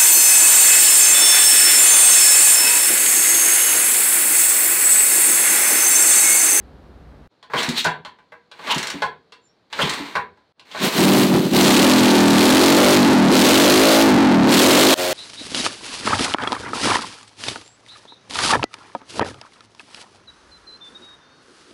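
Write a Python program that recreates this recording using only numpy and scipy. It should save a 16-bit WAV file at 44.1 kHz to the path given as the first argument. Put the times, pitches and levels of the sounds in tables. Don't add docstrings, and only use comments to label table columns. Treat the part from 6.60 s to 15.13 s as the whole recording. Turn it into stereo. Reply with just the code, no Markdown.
import sys
import numpy as np
from scipy import signal
from scipy.fft import rfft, irfft, next_fast_len
from scipy.io import wavfile
from scipy.ndimage import uniform_filter1d

SR = 44100
rng = np.random.default_rng(int(sys.argv[2]) if len(sys.argv) > 2 else 0)


def persist_wave(psi):
    counts = np.round(np.clip(psi, -1, 1) * 32767).astype(np.int16)
    wavfile.write(sys.argv[1], SR, np.atleast_2d(counts).T)


N = 376173
TIME = np.arange(N) / SR

# start_s, fade_s, new_shot_level_db
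CUTS = [(0.675, 0.041, -0.5), (3.924, 0.071, 2), (8.342, 0.053, -6.5)]
OVERLOAD_DB = -13.5
MID_RATE = 45


def from_db(db):
    return 10 ** (np.asarray(db) / 20)


def rms_one(x):
    return x / np.sqrt(np.mean(x ** 2) + 1e-20)


def levelled(x):
    power = np.maximum(uniform_filter1d(x * x, size=2600), 0)
    return x / np.sqrt(power + 1e-12)


def bell(centre_s, half_s):
    return np.exp(-np.minimum(((TIME - centre_s) / half_s) ** 2, 99) / 2)


def colour(x, spectrum):
    size = 8192
    hz, db = np.transpose(spectrum)
    known = np.log2(hz)
    octave = np.log2(np.maximum(np.arange(size // 2 + 1) * SR / size, 1))
    outside = np.abs(octave - np.clip(octave, known[0], known[-1]))
    shape_db = np.interp(octave, known, db) - 24 * np.minimum(outside, 3)
    cepstrum = irfft(np.log(from_db(shape_db)))
    cepstrum[1:size // 2] *= 2
    cepstrum[size // 2 + 1:] = 0
    response = irfft(np.exp(rfft(cepstrum)))
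    return signal.oaconvolve(x, response / np.linalg.norm(response))[:N]


def resonances(x, modes):
    out = []
    for k, (hz, width, db) in enumerate(modes):
        r = np.exp(-np.pi * width / SR)
        gain = (-1) ** k * from_db(db) * (1 - r * r) / 2
        poles = [1, -2 * r * np.cos(2 * np.pi * hz / SR), r * r]
        out.append(signal.lfilter([gain, 0, -gain], poles, x + 1e-18))
    return out


def bursts(times, levels_db, decay_s, rise_s=0.0004):
    starts = np.zeros(N)
    starts[(np.asarray(times) * SR).astype(int)] = from_db(levels_db)
    dying = signal.lfilter([1], [1, -np.exp(-1 / (decay_s * SR))], starts + 1e-18)
    rise = np.exp(-1 / (rise_s * SR))
    return signal.lfilter([1 - rise], [1, -rise], dying) * rng.standard_normal(N)


def workshop(x, wet_db, low_t60=0.43, mid_t60=0.24, high_t60=0.16):
    t = TIME[:SR * 3 // 4]
    noise = rng.standard_normal(len(t))
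    spectrum = rfft(noise)
    hz = np.arange(len(t) // 2 + 1) * SR / len(t)
    tail, below = 0, 0
    for edge_hz, t60 in zip((500, 4600, SR), (low_t60, mid_t60, high_t60)):
        upto = irfft(spectrum * (hz < edge_hz), len(t))
        tail = tail + (upto - below) * from_db(-60 * t / t60)
        below = upto
    tail = tail * np.minimum(t / 0.0047, 1)
    reflected = signal.oaconvolve(x, tail / np.linalg.norm(tail))[:N]
    wet = from_db(wet_db)
    return (x + wet * reflected) / np.hypot(1, wet)


def room_tone(near_db=-32, far_db=-62):
    # hz, relative_db_per_hz
    near_tone = [(25, 12), (60, 4.5), (120, -15.5), (220, -15.5), (700, -26), (1500, -33), (2500, -42.5),
                 (4200, -46), (7000, -58), (12000, -62)]
    # hz, relative_db_per_hz
    far_tone = [(40, -0.5), (150, 0), (450, -3), (1100, -9), (2800, -18.5), (4200, -15.5), (5500, -26.5),
                (12000, -44.5)]
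    # hz, level_db
    hum_lines = [(61.2, -39), (146, -57)]
    hum = np.zeros(N)
    for hz, db in hum_lines:
        hum += np.sqrt(2) * from_db(db) * np.sin(2 * np.pi * (hz * TIME + rng.random()))
    near = from_db(near_db) * colour(rng.standard_normal(N), near_tone) + hum
    far = from_db(far_db) * colour(rng.standard_normal(N), far_tone)
    return np.where(TIME < CUTS[0][0], near, far)


def lever(clank_db=-4, ring_db=-8, edge_db=4, clank_decay_s=0.011, edge_decay_s=0.0072):
    # start_s, relative_clank_db, relative_edge_db
    knocks = [(0.827, -38, -45.5), (0.899, -28, -61), (0.935, -7, -47), (1.249, -3, -22),
              (1.449, -25, -36.5), (1.586, -44.5, -60), (1.72, -30.5, -59), (1.914, -36.5, -40.5),
              (1.991, -31, -44.5), (2.07, -19, -29.5), (2.42, -9.5, -25.5), (2.721, -37.5, -41.5),
              (3.127, -23, -26.5), (3.19, -7, -38.5), (3.553, -7.5, -29), (3.772, -48, -64),
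              (3.995, -48, -47), (4.113, -44.5, -39), (4.148, -21, -52)]
    # hz, width_hz, relative_db
    lever_modes = [(504, 110, -4.5), (1017, 31, -6.5), (990, 57, 7.5), (1620, 39, -7.5), (1790, 35, 10),
                   (2130, 450, 0.5)]
    # hz, relative_db_per_hz
    clank_colour = [(50, -8), (110, -10.5), (170, -3), (290, -19), (440, -5), (700, 0), (1000, 6.5),
                    (1280, -6), (1600, 4), (2200, -5), (2700, -30)]
    # hz, relative_db_per_hz
    edge_colour = [(2000, -4), (3000, 3.5), (4500, -2.5), (6000, -12), (9000, -17), (16000, -50.5)]
    start_s, peak_db, bright_db = np.transpose(knocks)
    blows = bursts(start_s, peak_db, clank_decay_s)
    clank = colour(blows, clank_colour)
    ring = rms_one(sum(resonances(blows, lever_modes))) * np.std(blows)
    edge = colour(bursts(start_s, bright_db, edge_decay_s), edge_colour)
    return from_db(clank_db) * clank + from_db(ring_db) * ring + from_db(edge_db) * edge


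def gears(teeth_per_s=1500, grain_db=1.0, rub=0.81, growl_db=-8.0, whirr_db=-4.5):
    # fastest_s, swell_s, run_down_s, relative_growl_db, relative_whirr_db
    strokes = [(.986, 0.08, 0.21, -13.5, -18.5), (1.184, 0.044, 0.06, -23, -12),
               (2.104, 0.17, 0.37, -17, -26), (3.211, .11, 0.36, -14.5, -21.5),
               (4.221, 0.17, 0.23, -19.5, -24)]
    # hz, relative_db_per_hz
    growl_colour = [(40, -2), (100, -9), (250, 5), (400, 5), (600, 2), (1000, 9), (1320, 3), (2100, 6.5),
                    (2600, -0.5)]
    # hz, relative_db_per_hz
    whirr_colour = [(2000, -3.5), (3000, 0), (4000, 1.5), (5300, -9), (8500, -14), (11500, -26.5),
                    (14000, -20.5), (16000, -34.5)]
    growl, whirr = np.zeros(N), np.zeros(N)
    for s, swell_s, run_down_s, low_db, high_db in strokes:
        stroke_db = np.interp(TIME, [s - swell_s, s, s + run_down_s], [-33.5, 0, -20],
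                              left=-np.inf, right=-np.inf)
        stroke = from_db(stroke_db)
        growl += from_db(low_db) * stroke
        whirr += from_db(high_db) * stroke
    meshing = rng.random(N) < teeth_per_s / SR
    strength = from_db(grain_db * np.minimum(rng.exponential(1, N), 4))
    teeth = meshing * strength * rng.choice([-1, 1], N)
    contact = rms_one(rms_one(teeth) + rub * rng.standard_normal(N))
    low = from_db(growl_db) * colour(contact * growl, growl_colour)
    high = from_db(whirr_db) * colour(contact * whirr, whirr_colour)
    return low + high


def puffs(puff_db=0, swell_s=0.0094, breath=0.77):
    # start_s, relative_db, pitch_hz
    charges = [(0.942, -24.5, 153), (1.083, -19, 231), (1.257, -27, 422), (2.158, -24.5, 149),
               (2.341, -26.5, 286), (3.226, -16.5, 146), (3.396, -26, 286)]
    out = np.zeros(N)
    air = colour(rng.standard_normal(N), [(40, -1), (100, -17.5), (160, -1.5), (330, -4.0), (500, -18)])
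    for s, peak_db, hz in charges:
        span = slice(int(s * SR), int(s * SR) + SR // 4)
        age = TIME[span] - s
        swell = age / swell_s * np.exp(1 - age / swell_s)
        thump = np.sin(2 * np.pi * hz * age) + breath * air[span]
        out[span] += from_db(peak_db + puff_db) * swell * thump
    return out


def screeches():
    # centre_s, relative_db, pitch_hz, width_hz (before narrowing), half_length_s
    slips = [(0.986, -18.5, 3150, 500, 0.0096), (1.18, -26.5, 3940, 900, 0.012),
             (2.117, -13.5, 2930, 1290, 0.011), (2.119, -16.5, 950, 297, 0.014),
             (2.858, -65, 7180, 202, 0.019), (2.9, -66.5, 5530, 150.6, 0.023),
             (3.226, -17, 3000, 1100, 0.011)]
    out = np.zeros(N)
    for s, db, hz, width, half_s in slips:
        friction = rng.standard_normal(N)
        for _ in range(2):
            friction, = resonances(friction, [(hz, width * 0.89, 0)])
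        out += from_db(db) * rms_one(friction) * bell(s, half_s)
    return out


def clicks(click_db=-4, decay_s=0.0056):
    # start_s, relative_db
    contacts = [(1.0297, -12.5), (1.089, -11.5), (1.2436, -11.5), (2.145, -14), (2.1807, -13), (2.228, -15),
                (2.27, -15), (2.3008, -15), (3.2948, -11), (3.3366, -17)]
    start_s, peak_db = np.transpose(contacts)
    contact = bursts(start_s, peak_db + click_db, decay_s)
    return colour(contact, [(1500, 11), (4000, 7.0), (8000, 3.5), (15000, -20.0)])


def throttle(kicked_rate=15, coast_s=.565, attack_s=0.034, release_s=0.088):
    # opened_s, shut_s, top_firings_per_s, time_to_top_s,
    # rest_firings_per_s (sunk towards once shut), open_rasp_db, shut_rasp_db (both before the effect of speed)
    twists = [(4.21, 4.62, 20.2, 0.37, 11, 2.5, -10.5), (4.921, 5.296, 43.77, .435, 35.66, 9, 4),
              (5.753, 6.365, 50.7, 0.64, 18.6, 8.5, -5.5), (6.703, 7.421, 55.54, .702, 18, 11, -12.5),
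              (7.874, 8.343, 55.2, 0.55, 20.9, 14.5, 13.5)]
    rate = np.full(N, float(kicked_rate))
    rasp_db = np.full(N, float(twists[0][5]))
    for opened, shut, top, rise_s, rest, open_db, shut_db in twists:
        i, j = int(opened * SR), int(shut * SR)
        age = TIME[:N - i]
        rate[i:] = rate[i] + (top - rate[i]) * np.sin(np.pi / 2 * np.minimum(age / rise_s, 1))
        rasp_db[i:] = open_db + (rasp_db[i] - open_db) * np.exp(-age / attack_s)
        age = TIME[:N - j]
        rate[j:] = rest + (rate[j] - rest) * np.exp(-age / coast_s)
        rasp_db[j:] = shut_db + (rasp_db[j] - shut_db) * np.exp(-age / release_s)
    return rate, rasp_db


def running(boom_mid_db=18.5, boom_db_per_octave=7.5, rasp_db_per_octave=2, coast_boom_db=2.5,
            catch_db_per_s=700, catch_full_s=4.245, stumble_rasp_share=0.51, boom_sag_share=.3):
    # centre_s, half_length_s, boom_change_db
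    stumbles = [(4.318, 0.043, -31.5), (4.653, 0.0099, 1), (4.683, 0.024, -13), (4.742, 0.014, 3),
                (4.818, 0.016, -12), (4.892, 0.03, -15.5)]
    rate, rasp_db = throttle()
    slowing = np.maximum(-uniform_filter1d(np.gradient(rate), size=2600), 0)
    coasting = slowing / slowing.max() * (rate > 30)
    octaves = np.log2(rate / MID_RATE)
    catching_db = catch_db_per_s * np.clip(TIME - catch_full_s, -.5, 0)
    stumble_db = sum(db * bell(s, half_s) for s, half_s, db in stumbles)
    boom_db = boom_mid_db + boom_db_per_octave * octaves + catching_db + stumble_db
    boom_db = boom_db + coast_boom_db * coasting
    boom_db = boom_db + boom_sag_share * np.minimum(rasp_db, 0)
    rasp_db = rasp_db + rasp_db_per_octave * octaves + catching_db + stumble_rasp_share * stumble_db
    # firings per s, coasting, boom dB, rasp dB
    flat_out = [[89.9], [0], [22], [18.5]]
    return np.where(TIME < CUTS[-1][0], [rate, coasting, boom_db, rasp_db], flat_out)


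def scatter(x, sweep_s=.013, low_hz=200, high_hz=400):
    size = next_fast_len(N + SR)
    hz = np.arange(size // 2 + 1) * SR / size
    lag_s = sweep_s * np.clip((hz - low_hz) / (high_hz - low_hz), 0, 1)
    phase = -2j * np.pi * np.cumsum(lag_s) * SR / size
    return irfft(rfft(x, size) * np.exp(phase), size)[:N]


def gas_pulses(rate, cycle, idling, jitter_s=.00007, uneven_db=2.2, gulp_lag_cycles=.4, gulp_db=-5):
    fired = np.flatnonzero(np.diff(np.floor(cycle))) + 1
    chance = rng.standard_normal((len(fired), 3))
    unevenness = (MID_RATE / rate[fired]) ** 2
    pulses = np.zeros(N)
    at = np.clip(fired + (jitter_s * SR * unevenness * chance[:, 0]).astype(int), 0, N - 1)
    pulses[at] = from_db(uneven_db * np.minimum(unevenness, 2) * chance[:, 1])
    gulp_at = np.clip(at + (gulp_lag_cycles * SR / rate[fired]).astype(int), 0, N - 1)
    pulses[gulp_at] += idling[fired] * from_db(gulp_db + uneven_db * chance[:, 2])
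    return workshop(scatter(pulses), wet_db=-11)


def exhaust_boom(pulses, rate, coasting, idling, tilt_db=21, coast_db=8, lowest_multiple=5.27,
                 thin_db=22, idle_spread_db=11):
    # hz, width_hz, relative_db
    pipe_modes = [(147, 31, -16.5), (199.6, 31.3, -5), (256.6, 29, 0), (285.56, 28.7, 1.5),
                  (318.3, 32.4, 0), (359.9, 24.9, -1.5), (403.3, 12.7, -9), (478.3, 55.6, -11),
                  (550, 19.3, -6), (610.4, 46.4, -10.5)]
    sharpness_db = tilt_db * np.log2(np.maximum(rate, 40) / MID_RATE) - coast_db * coasting
    tone = np.zeros(N)
    for (hz, _, _), ring in zip(pipe_modes, resonances(pulses, pipe_modes)):
        tilted_db = sharpness_db * np.log2(min(hz, 600) / 280)
        spread_db = idle_spread_db * idling * abs(np.log2(hz / 280)) * (hz < 450)
        octaves_short = np.log2(lowest_multiple * np.minimum(rate, 52) / hz)
        thinned_db = thin_db * np.maximum(octaves_short, 0)
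        tone += from_db(tilted_db + spread_db - thinned_db) * ring
    return levelled(tone)


def exhaust_rasp(cycle, idling, puff_share=0.98, rasp_floor=1.0, idle_hiss_db=-7, hiss_hz=6000):
    # hz, relative_db_per_hz
    rasp_colour = [(200, -13.5), (500, 8.5), (1000, 2.5), (1800, -0.5), (3000, 1.5), (4200, -0.5),
                   (5200, -6), (8000, -9.5), (12000, -24), (16000, -26)]
    valve = rasp_floor + np.exp(-(cycle % 1) / puff_share)
    gas, spit = rms_one(valve) * rng.standard_normal((2, N))
    treble = signal.butter(2, min(hiss_hz, .4 * SR), "high", fs=SR, output="sos")
    hiss = signal.sosfilt(treble, spit)
    return colour(gas, rasp_colour) + from_db(idle_hiss_db) * idling * hiss


def engine():
    rate, coasting, boom_db, rasp_db = running()
    cycle = np.cumsum(rate) / SR
    idling = np.clip(np.log2(MID_RATE / rate) * 2 - 1, 0, 1)
    pulses = gas_pulses(rate, cycle, idling)
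    boom = from_db(boom_db) * exhaust_boom(pulses, rate, coasting, idling)
    rasp = from_db(rasp_db) * exhaust_rasp(cycle, idling)
    return from_db(OVERLOAD_DB) * (boom + rasp)


def scene():
    knocking = workshop(lever() + clicks(), wet_db=-0.5)
    whirring = workshop(gears() + screeches(), wet_db=-11)
    puffing = workshop(puffs(), wet_db=-12.0)
    mono = room_tone() + knocking + whirring + puffing + engine()
    return np.array([mono, mono])


def record(dry, bass_cut_hz=100, rumble_cut_hz=55, give=0.0008, presence=((4200, 900, -9),),
           cut_dip_db=-28.5, cutoff_hz=15900):
    top, knee = from_db(OVERLOAD_DB), 5
    clipped = dry / (1 + np.abs(dry / top) ** knee) ** (1 / knee) + give * dry
    bass_cut = signal.butter(2, bass_cut_hz, "high", fs=SR, output="sos")
    rumble_cut = signal.butter(1, rumble_cut_hz, "high", fs=SR, output="sos")
    sagging = signal.sosfilt(rumble_cut, signal.sosfilt(bass_cut, clipped))
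    bright = sagging + sum(resonances(sagging, presence))
    fader_db = np.zeros(N)
    for s, fade_s, shot_db in CUTS:
        fade_in_db = np.interp(TIME, [s, s + fade_s], [cut_dip_db, shot_db])
        fader_db = np.where(TIME < s, fader_db, fade_in_db)
    treble_limit = signal.ellip(12, .1, 80, cutoff_hz, fs=SR, output="sos")
    return signal.sosfilt(treble_limit, bright * from_db(fader_db))


dry = scene()
out = record(dry)
persist_wave(out)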